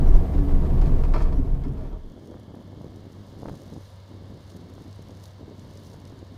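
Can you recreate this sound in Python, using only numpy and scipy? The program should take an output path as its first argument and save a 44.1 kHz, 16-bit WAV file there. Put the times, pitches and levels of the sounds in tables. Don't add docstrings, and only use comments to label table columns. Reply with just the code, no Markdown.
import sys
import numpy as np
from scipy import signal
from scipy.fft import rfft, irfft, next_fast_len
from scipy.io import wavfile
from scipy.ndimage import uniform_filter1d, map_coordinates

SR = 44100
rng = np.random.default_rng(int(sys.argv[2]) if len(sys.argv) > 2 else 0)


def generate_wav(signal):
    frames = np.transpose(np.atleast_2d(signal))
    scaled = np.clip(frames, -1, 1) * 32767
    pcm = np.round(scaled).astype(np.int16)
    wavfile.write(sys.argv[1], SR, pcm)


N = 280917
TIME_S = np.arange(N) / SR


def amp(db):
    return 10 ** (np.asarray(db) / 20)


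def unit(x):
    return x / np.sqrt(np.mean(x ** 2) + 1e-20)


def noise():
    return rng.standard_normal(N)


def wobble(rate_hz):
    coarse_s = TIME_S[::16]
    knots = rng.standard_normal(N // 64)
    return np.interp(TIME_S, coarse_s, map_coordinates(knots, [coarse_s * rate_hz + 2], mode="wrap"))


def swells(rows):
    return sum(height * np.exp(-np.abs(2 * (TIME_S - s) / length_s) ** 3) for s, length_s, height in rows)


def pulse(centre_s, half_s):
    return 1 / np.cosh(np.clip((TIME_S - centre_s) / half_s, -20, 20))


def ramp(start_s, end_s):
    return np.clip((TIME_S - start_s) / (end_s - start_s), 0, 1)


def filtered(x, response):
    size = next_fast_len(len(x) + SR // 4)
    return irfft(rfft(x, size) * response(np.fft.rfftfreq(size, 1 / SR)), size)[:len(x)]


def coloured(x, spectrum):
    points_hz, db = np.transpose(spectrum)
    return unit(filtered(x, lambda hz: amp(np.interp(np.log(hz + 1), np.log(points_hz), db))))


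def steadied(x, samples):
    return x / np.sqrt(np.abs(uniform_filter1d(x ** 2, samples)) + 1e-6)


# time in seconds, firing rate in Hz.
FIRING_RATE = [(0, 72.3), (.2, 71.2), (.5, 70.3), (.9, 70.1), (1.15, 68.8), (1.5, 67.8), (2.2, 67.5)]
def firing_phase():
    firing_hz = np.interp(TIME_S, *np.transpose(FIRING_RATE))
    return 2 * np.pi * np.cumsum(firing_hz * (1 + .001 * wobble(12))) / SR


# multiple of the firing rate, relative level in dB.
EXHAUST_ORDERS = [(1, -25), (2, -36), (3, -45), (4, -40), (5, -50.5), (6, -59), (7, -49.5)]
# frequency in Hz at a 70 Hz firing rate, relative level in dB.
GEAR_TONES = [(99, -39), (177.6, -38.5), (366, -46), (654, -48), (745, -52), (931, -54.5), (1121, -55.5),
              (1595, -70), (1703, -67.5), (2048, -69.5)]
def diesel(phase):
    exhaust = whine = 0
    for order, db in EXHAUST_ORDERS:
        gain = amp(db + 1.3 * wobble(11))
        exhaust += gain * np.sin(order * phase + .2 * wobble(18) + rng.uniform(0, 2 * np.pi))
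    for hz, db in GEAR_TONES:
        gain = amp(db + 1.8 * wobble(12))
        whine += gain * np.sin(hz / 70 * phase + .3 * wobble(10))
    return amp(-2.5) * np.sqrt(2) * (exhaust + whine)


# frequency in Hz, relative density in dB.
THROB_SPECTRUM = [(8, -70), (16, -57), (21, 9), (26, 8.5), (31, 10), (40, -5), (55, -16.5), (90, -16),
                  (160, -59), (400, -120)]
# centre in seconds, length in seconds, gain in dB.
THROB_HEAVES = [(.14, 0.16, 7), (.29, 0.12, -24), (.45, 0.061, -16), (.68, 0.13, -6.5), (1.75, 0.26, -7.5),
                (2.03, 0.17, 0)]
def throb(beat_hz=7.16, crest_s=1.248, depth_db=2.5):
    beat_db = depth_db * np.cos(2 * np.pi * beat_hz * (TIME_S - crest_s))
    rumble = steadied(coloured(noise(), THROB_SPECTRUM), samples=5000)
    return amp(-15.5 + beat_db + swells(THROB_HEAVES)) * rumble


# frequency in Hz, relative density in dB.
PANEL_SPECTRUM = [(15, -67), (40, 6.5), (80, -4), (130, 3), (185, -3.5), (215, -6.5), (285, -6.5),
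                  (320, -16.5), (380, -14.5), (480, -20), (800, -87), (2500, -120)]
# centre in seconds, length in seconds, gain in dB.
LOAD_SURGES = [(.02, 0.081, 6.5), (.74, 0.051, 8), (.91, 0.11, 7.5), (1.45, 0.21, 6), (1.69, 0.09, 6.5),
               (1.79, 0.24, 5.5)]
def panels():
    return amp(-30 + swells(LOAD_SURGES)) * steadied(coloured(noise(), PANEL_SPECTRUM), samples=4000)


# frequency in Hz, relative density in dB.
DIN_SPECTRUM = [(150, -16), (360, 1), (560, -6.5), (670, -5), (760, -8.5), (815, -12), (920, -11),
                (1130, -16), (1350, -20.5), (2580, -29.5), (4700, -35), (7000, -43), (15000, -79)]
HISS_SPECTRUM = [(1000, 3), (5000, -8), (8000, -3), (15000, -3)]
# centre in seconds, length in seconds, gain in dB.
WEB_RATTLES = [(.07, 0.048, 1), (.16, 0.057, 2), (.86, 0.091, 1), (1.52, 0.19, -0.5), (1.84, 0.19, 2)]
def sieve_web(phase):
    shaking = noise() * (1 + 0.12 * np.sin(phase)) * amp(1.2 * wobble(59.8))
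    din = amp(-38.5) * coloured(shaking, DIN_SPECTRUM)
    hiss = amp(-61.5) * coloured(noise(), HISS_SPECTRUM)
    return amp(swells(WEB_RATTLES)) * (din + hiss)


# centre in seconds, pitch in Hz, fundamental peak in dB, half length in seconds.
ROLLER_CHIRPS = [(0.085, 5730, -57.5, 0.011), (0.153, 5900, -57, 0.0098), (1.375, 5800, -66, 0.018),
                 (1.9, 5800, -71, 0.0071)]
def roller_squeaks():
    out = np.zeros(N)
    for centre_s, hz, db, half_s in ROLLER_CHIRPS:
        phase = 2 * np.pi * hz * TIME_S + 1.4 * wobble(660)
        out += amp(db) * pulse(centre_s, half_s) * (np.sin(phase) + amp(-3.5) * np.sin(2 * phase))
    return out


# centre in seconds, pitch in Hz, peak in dB, half length in seconds.
BUNKER_BOOMS = [(0.109, 363.6, -26.5, 0.0087), (0.437, 281, -32, 0.072), (0.625, 168.7, -26.5, 0.019),
                (0.746, 104, -32, 0.022), (0.75, 196, -39, 0.0083), (0.906, 186, -29.5, 0.012),
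                (1.396, 269, -22.5, 0.0061), (1.557, 130, -31, 0.026), (1.674, 272.6, -28, 0.0072),
                (1.683, 134.3, -32, 0.021)]
def bunker_booms():
    return sum(amp(db) * pulse(centre_s, half_s) * np.sin(2 * np.pi * hz * TIME_S + 0.5 * wobble(70))
               for centre_s, hz, db, half_s in BUNKER_BOOMS)


# frequency in Hz, bandwidth in Hz, gain in dB.
FRAME_MODES = [(330, 50, 7.5), (437, 23, 13.5), (622, 28, 13.5), (960, 49, 11.5), (1161, 24, 11),
               (1306, 72, 7), (1783, 89, 1.5), (2124, 105, -1.5), (2340, 50, -1), (2510, 70, -1),
               (3260, 18, 0), (4285, 36, 1), (4640, 22, -4), (5360, 26, -2), (4240, 2900, -10)]
def steel_frame(force, tilt_db_per_octave):
    def response(hz):
        modes = sum((-1) ** k * amp(db) * 1j * hz * width_hz / (mode_hz**2 - hz**2 + 1j * hz * width_hz)
                    for k, (mode_hz, width_hz, db) in enumerate(FRAME_MODES))
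        tilt = amp(tilt_db_per_octave * np.log2(np.clip(hz, 500, 6000)))
        return modes * tilt / (1 + (hz / 12000) ** 2)
    return filtered(force, response)


# start in seconds, relative level in dB, chatter T60 in seconds, tilt in dB per octave.
WEB_BLOWS = [(0.631, -31, 0.04, -14), (0.813, -40.5, 0.068, 1), (0.857, -42, 0.06, 1),
             (1.036, -33.5, 0.088, -2.5), (1.137, -28, 0.054, -3), (1.143, -30, 0.076, -2.5),
             (1.153, -26, 0.071, -7.5), (1.162, -27, 0.057, -4.5), (1.177, -37, 0.32, -1.5),
             (1.204, -37, 0.45, -5.5), (1.219, -48.5, 0.064, 11), (1.254, -36, 0.013, -5),
             (1.323, -39.5, 0.07, -2), (1.637, -45, 0.12, -1.5), (1.682, -53, 0.03, 5),
             (1.771, -48, 0.77, -3.5), (1.926, -45.5, 0.25, -9)]
def clanks(knock_db=2.5, chatter_db=0.5):
    age_s = TIME_S[:SR // 2]
    attack = 1 - np.exp(-age_s / 0.0004)
    out = np.zeros(N)
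    for start_s, db, t60_s, tilt in WEB_BLOWS:
        knock = steel_frame(1.0 * (age_s == 0), tilt)
        bounces = unit(amp(3 * np.clip(wobble(350)[:len(age_s)], -1, 1)))
        contacts = amp(-60 * age_s / t60_s) * bounces * rng.standard_normal(len(age_s))
        chatter = steel_frame(contacts, tilt) / np.linalg.norm(knock)
        blow = amp(knock_db) * knock / np.abs(knock).max() + amp(chatter_db) * chatter
        out[round(start_s * SR):][:len(age_s)] += amp(db) * attack * blow
    return out


# frequency in Hz, relative level in dB.
EXHAUST_HUMS = [(96.7, -49.3), (77.4, -58.5)]
DRIVE_WHISTLES = [(2196, -80), (4297, -83)]
# frequency in Hz, relative density in dB.
WASH_SPECTRUM = [(20, -5.5), (60, 3.5), (130, 6), (200, 1), (300, -8), (420, -7.5), (560, -2.5),
                 (800, -11.5), (1000, -8.5), (1450, -19), (1750, -16), (1950, -26), (2200, -20),
                 (2500, -66), (4000, -40)]
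def far_machines(approach_db):
    hums = sum(amp(db + 1.9 * wobble(20)) * np.sin(2 * np.pi * hz * TIME_S + .35 * wobble(16))
               for hz, db in EXHAUST_HUMS)
    whistles = sum(amp(db + 1.5 * wobble(9)) * np.sin(2 * np.pi * hz * TIME_S + 1.5 * wobble(45))
                   for hz, db in DRIVE_WHISTLES)
    wash = amp(-52.5 + 0.54 * approach_db + 0.16 * wobble(3.4)) * coloured(noise(), WASH_SPECTRUM)
    return amp(approach_db) * (np.sqrt(2) * hums + whistles) + wash


# centre in seconds, length in seconds, gain in dB.
WIND_GUSTS = [(2.33, 0.36, 2), (2.54, 0.047, 3), (2.8, 0.16, 4.5), (3.48, 0.16, 4), (3.73, 0.16, 3.5),
              (4.32, 0.23, 1), (4.56, 0.049, 0.5), (4.78, .06, 0.5), (4.87, 0.032, 3), (5.42, 0.051, 0.5)]
# start in seconds, end in seconds, depth in dB.
WIND_LULLS = [(3.097, 3.13, 3), (3.826, 4.085, 14), (4.423, 4.526, 8.5), (4.913, 4.966, 14),
              (5.126, 5.23, 5), (5.24, 5.37, 22), (6.24, 6.32, 6)]
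def wind_strength_db(edge_s=0.014):
    step = lambda s: (1 + np.tanh((TIME_S - s) / edge_s)) / 2
    lull_db = sum(depth_db * (step(start_s) - step(end_s)) for start_s, end_s, depth_db in WIND_LULLS)
    return -49.5 + 1.53 * wobble(22.02) + swells(WIND_GUSTS) - lull_db


def eddies(times_s, gains, halves_s, skews_rad):
    index = np.round(times_s * SR).astype(int)[:, None] + np.arange(-SR // 50, SR // 50)
    offset = (index / SR - times_s[:, None]) / halves_s[:, None]
    shape = np.real(np.exp(1j * skews_rad[:, None]) / (1 + 1j * offset) ** 2)
    pressure = gains[:, None] * shape * np.hanning(index.shape[1])
    return np.bincount(index.ravel() % N, pressure.ravel(), N)


def wind_flutter(count=2400, stall_db=-60):
    wind_db = wind_strength_db()
    flow = np.sqrt(np.maximum(amp(wind_db) ** 2 - amp(stall_db) ** 2, 0))
    when, skew = rng.random(size=(count, 2)).T
    width, strength = np.clip(rng.standard_normal((count, 2)), -2, 2).T
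    excess_db = np.clip(wind_db[(when * N).astype(int)] + 45.5, -6, 6)
    halves_s = 0.00078 * amp(4.03 * width - 0.38 * excess_db)
    train = eddies(when * N / SR, amp(1.14 * strength + 0.49 * width), halves_s, 2 * np.pi * skew)
    spectrum = [(12, -17), (40, -3), (120, 0.5), (250, 2), (500, -1.5), (1000, -7), (2000, -6), (5000, 1)]
    return amp(2) * flow * steadied(coloured(train, spectrum), samples=3000)


def leaf_bursts(contacts, decay_s=.0012):
    return signal.fftconvolve(contacts, np.exp(-TIME_S[:SR // 50] / decay_s))[:N]


# frequency in Hz, relative density in dB.
RUSTLE_SPECTRUM = [(1000, -9), (2000, 2.5), (2550, -3.5), (2800, 3.5), (3800, 6), (4900, 3), (5600, -4),
                   (6300, -6.5), (8000, -12), (15000, -64)]
CRACKLE_SPECTRUM = [(1500, -12), (4000, 5.5), (6500, 7.5), (8100, -4.5), (8700, 2.5), (9400, 2.5),
                    (10000, -9), (10900, 2), (11600, 0), (12100, 0), (12800, -5), (13850, -18), (14600, -4),
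                    (15300, -5)]
# centre in seconds, length in seconds, crackle gain in dB.
BREEZE_SWEEPS = [(2.26, 0.094, 4), (2.98, 0.063, 4), (3.26, 0.18, 4), (3.62, 0.51, 6.5), (3.9, 0.15, 5),
                 (4.54, 0.28, 5), (4.91, 0.34, 6), (5.2, 0.26, 6.5), (5.66, 0.14, 6.5), (5.83, 0.21, 10.5),
                 (6.08, 0.056, 6), (6.2, 0.46, 2)]
def stalks(approach_db, contacts_per_s=130):
    sweep_db = swells(BREEZE_SWEEPS)
    contacts = (rng.random(N) < contacts_per_s / SR) * amp(3 * np.clip(noise(), -2, 2))
    grains = unit(leaf_bursts(contacts) * noise())
    crackle_db = -73.5 + sweep_db + 1.8 * wobble(17)
    crackle = amp(crackle_db) * coloured(grains + 0.83 * noise(), CRACKLE_SPECTRUM)
    rustle = amp(-65.5 + 0.15 * sweep_db + 1.35 * approach_db) * coloured(noise(), RUSTLE_SPECTRUM)
    return rustle + crackle


def shrill_hiss(centre_s=2, length_s=2.7):
    spectrum = [(2400, -50), (3000, -3), (3250, 0), (3550, -3), (4300, -50)]
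    return swells([(centre_s, length_s, amp(-73))]) * coloured(noise(), spectrum)


# centre in seconds, relative level in dB, half width in seconds.
EDDY_HITS = [(2.284, -46, 0.0006), (2.343, -41, 0.00034), (2.541, -35, 0.0008), (2.731, -33.5, 0.00068),
             (2.813, -31, 0.00065), (2.846, -34, 0.0008), (3.054, -33.5, 0.0011), (3.425, -28.5, 0.00079),
             (3.4322, -23.5, 0.00067), (3.455, -27, 0.00077), (3.458, -23.5, 0.00044),
             (3.463, -40, 0.00026), (3.4722, -44, 0.00032), (3.478, -30, 0.0034), (3.484, -27, 0.0005),
             (3.4866, -32, 0.00023), (3.489, -27, 0.0007), (3.497, -26.5, 0.00046), (3.516, -28, 0.0017),
             (3.532, -31, 0.0016), (3.542, -35, 0.00052), (3.633, -45, 0.00074), (3.679, -38, 0.00087),
             (3.732, -34, 0.0007), (3.765, -30, 0.00066), (4.571, -38, 0.00055), (4.781, -33.5, 0.00055),
             (4.882, -35.5, 0.0009), (4.994, -33.5, 0.00088), (5.113, -37, 0.00076), (5.431, -31.5, 0.0011),
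             (5.474, -42, 0.00058), (6.125, -32.5, 0.00078), (6.229, -29.5, 0.00088)]
def wind_puffs():
    times_s, db, halves_s = np.transpose(EDDY_HITS)
    return eddies(times_s, amp(db), halves_s, rng.uniform(0, 2 * np.pi, len(times_s)))


# start in seconds, relative level in dB.
LEAF_SNAPS = [(3.737, -52), (4.503, -53), (4.9283, -52), (5.1072, -49.5), (5.256, -48.5), (5.595, -49.5),
              (5.774, -47), (6.053, -48), (6.0765, -54)]
def leaf_snaps():
    contacts = np.zeros(N)
    for start_s, db in LEAF_SNAPS:
        contacts[round(start_s * SR)] = amp(db + 1.5)
    spectrum = [(1500, -25), (3000, -5), (5000, 3), (8000, -5), (15000, -30)]
    return leaf_bursts(contacts) * coloured(noise(), spectrum)


def scene():
    phase = firing_phase()
    near = diesel(phase) + throb() + panels() + sieve_web(phase)
    events = clanks() + bunker_booms() + roller_squeaks()
    approach_db = 5.5 * (ramp(start_s=1.8, end_s=3.33) - 1)
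    field = far_machines(approach_db) + wind_flutter() + wind_puffs()
    field += stalks(approach_db) + leaf_snaps() + shrill_hiss()
    fade = ramp(start_s=0.84, end_s=2.146)
    return ((1 - fade) * near + events + fade * amp(1.5) * field)[None]


def record(dry):
    return np.array([filtered(x, lambda hz: hz < 15600) for x in dry])


dry = scene()
out = record(dry)
generate_wav(out)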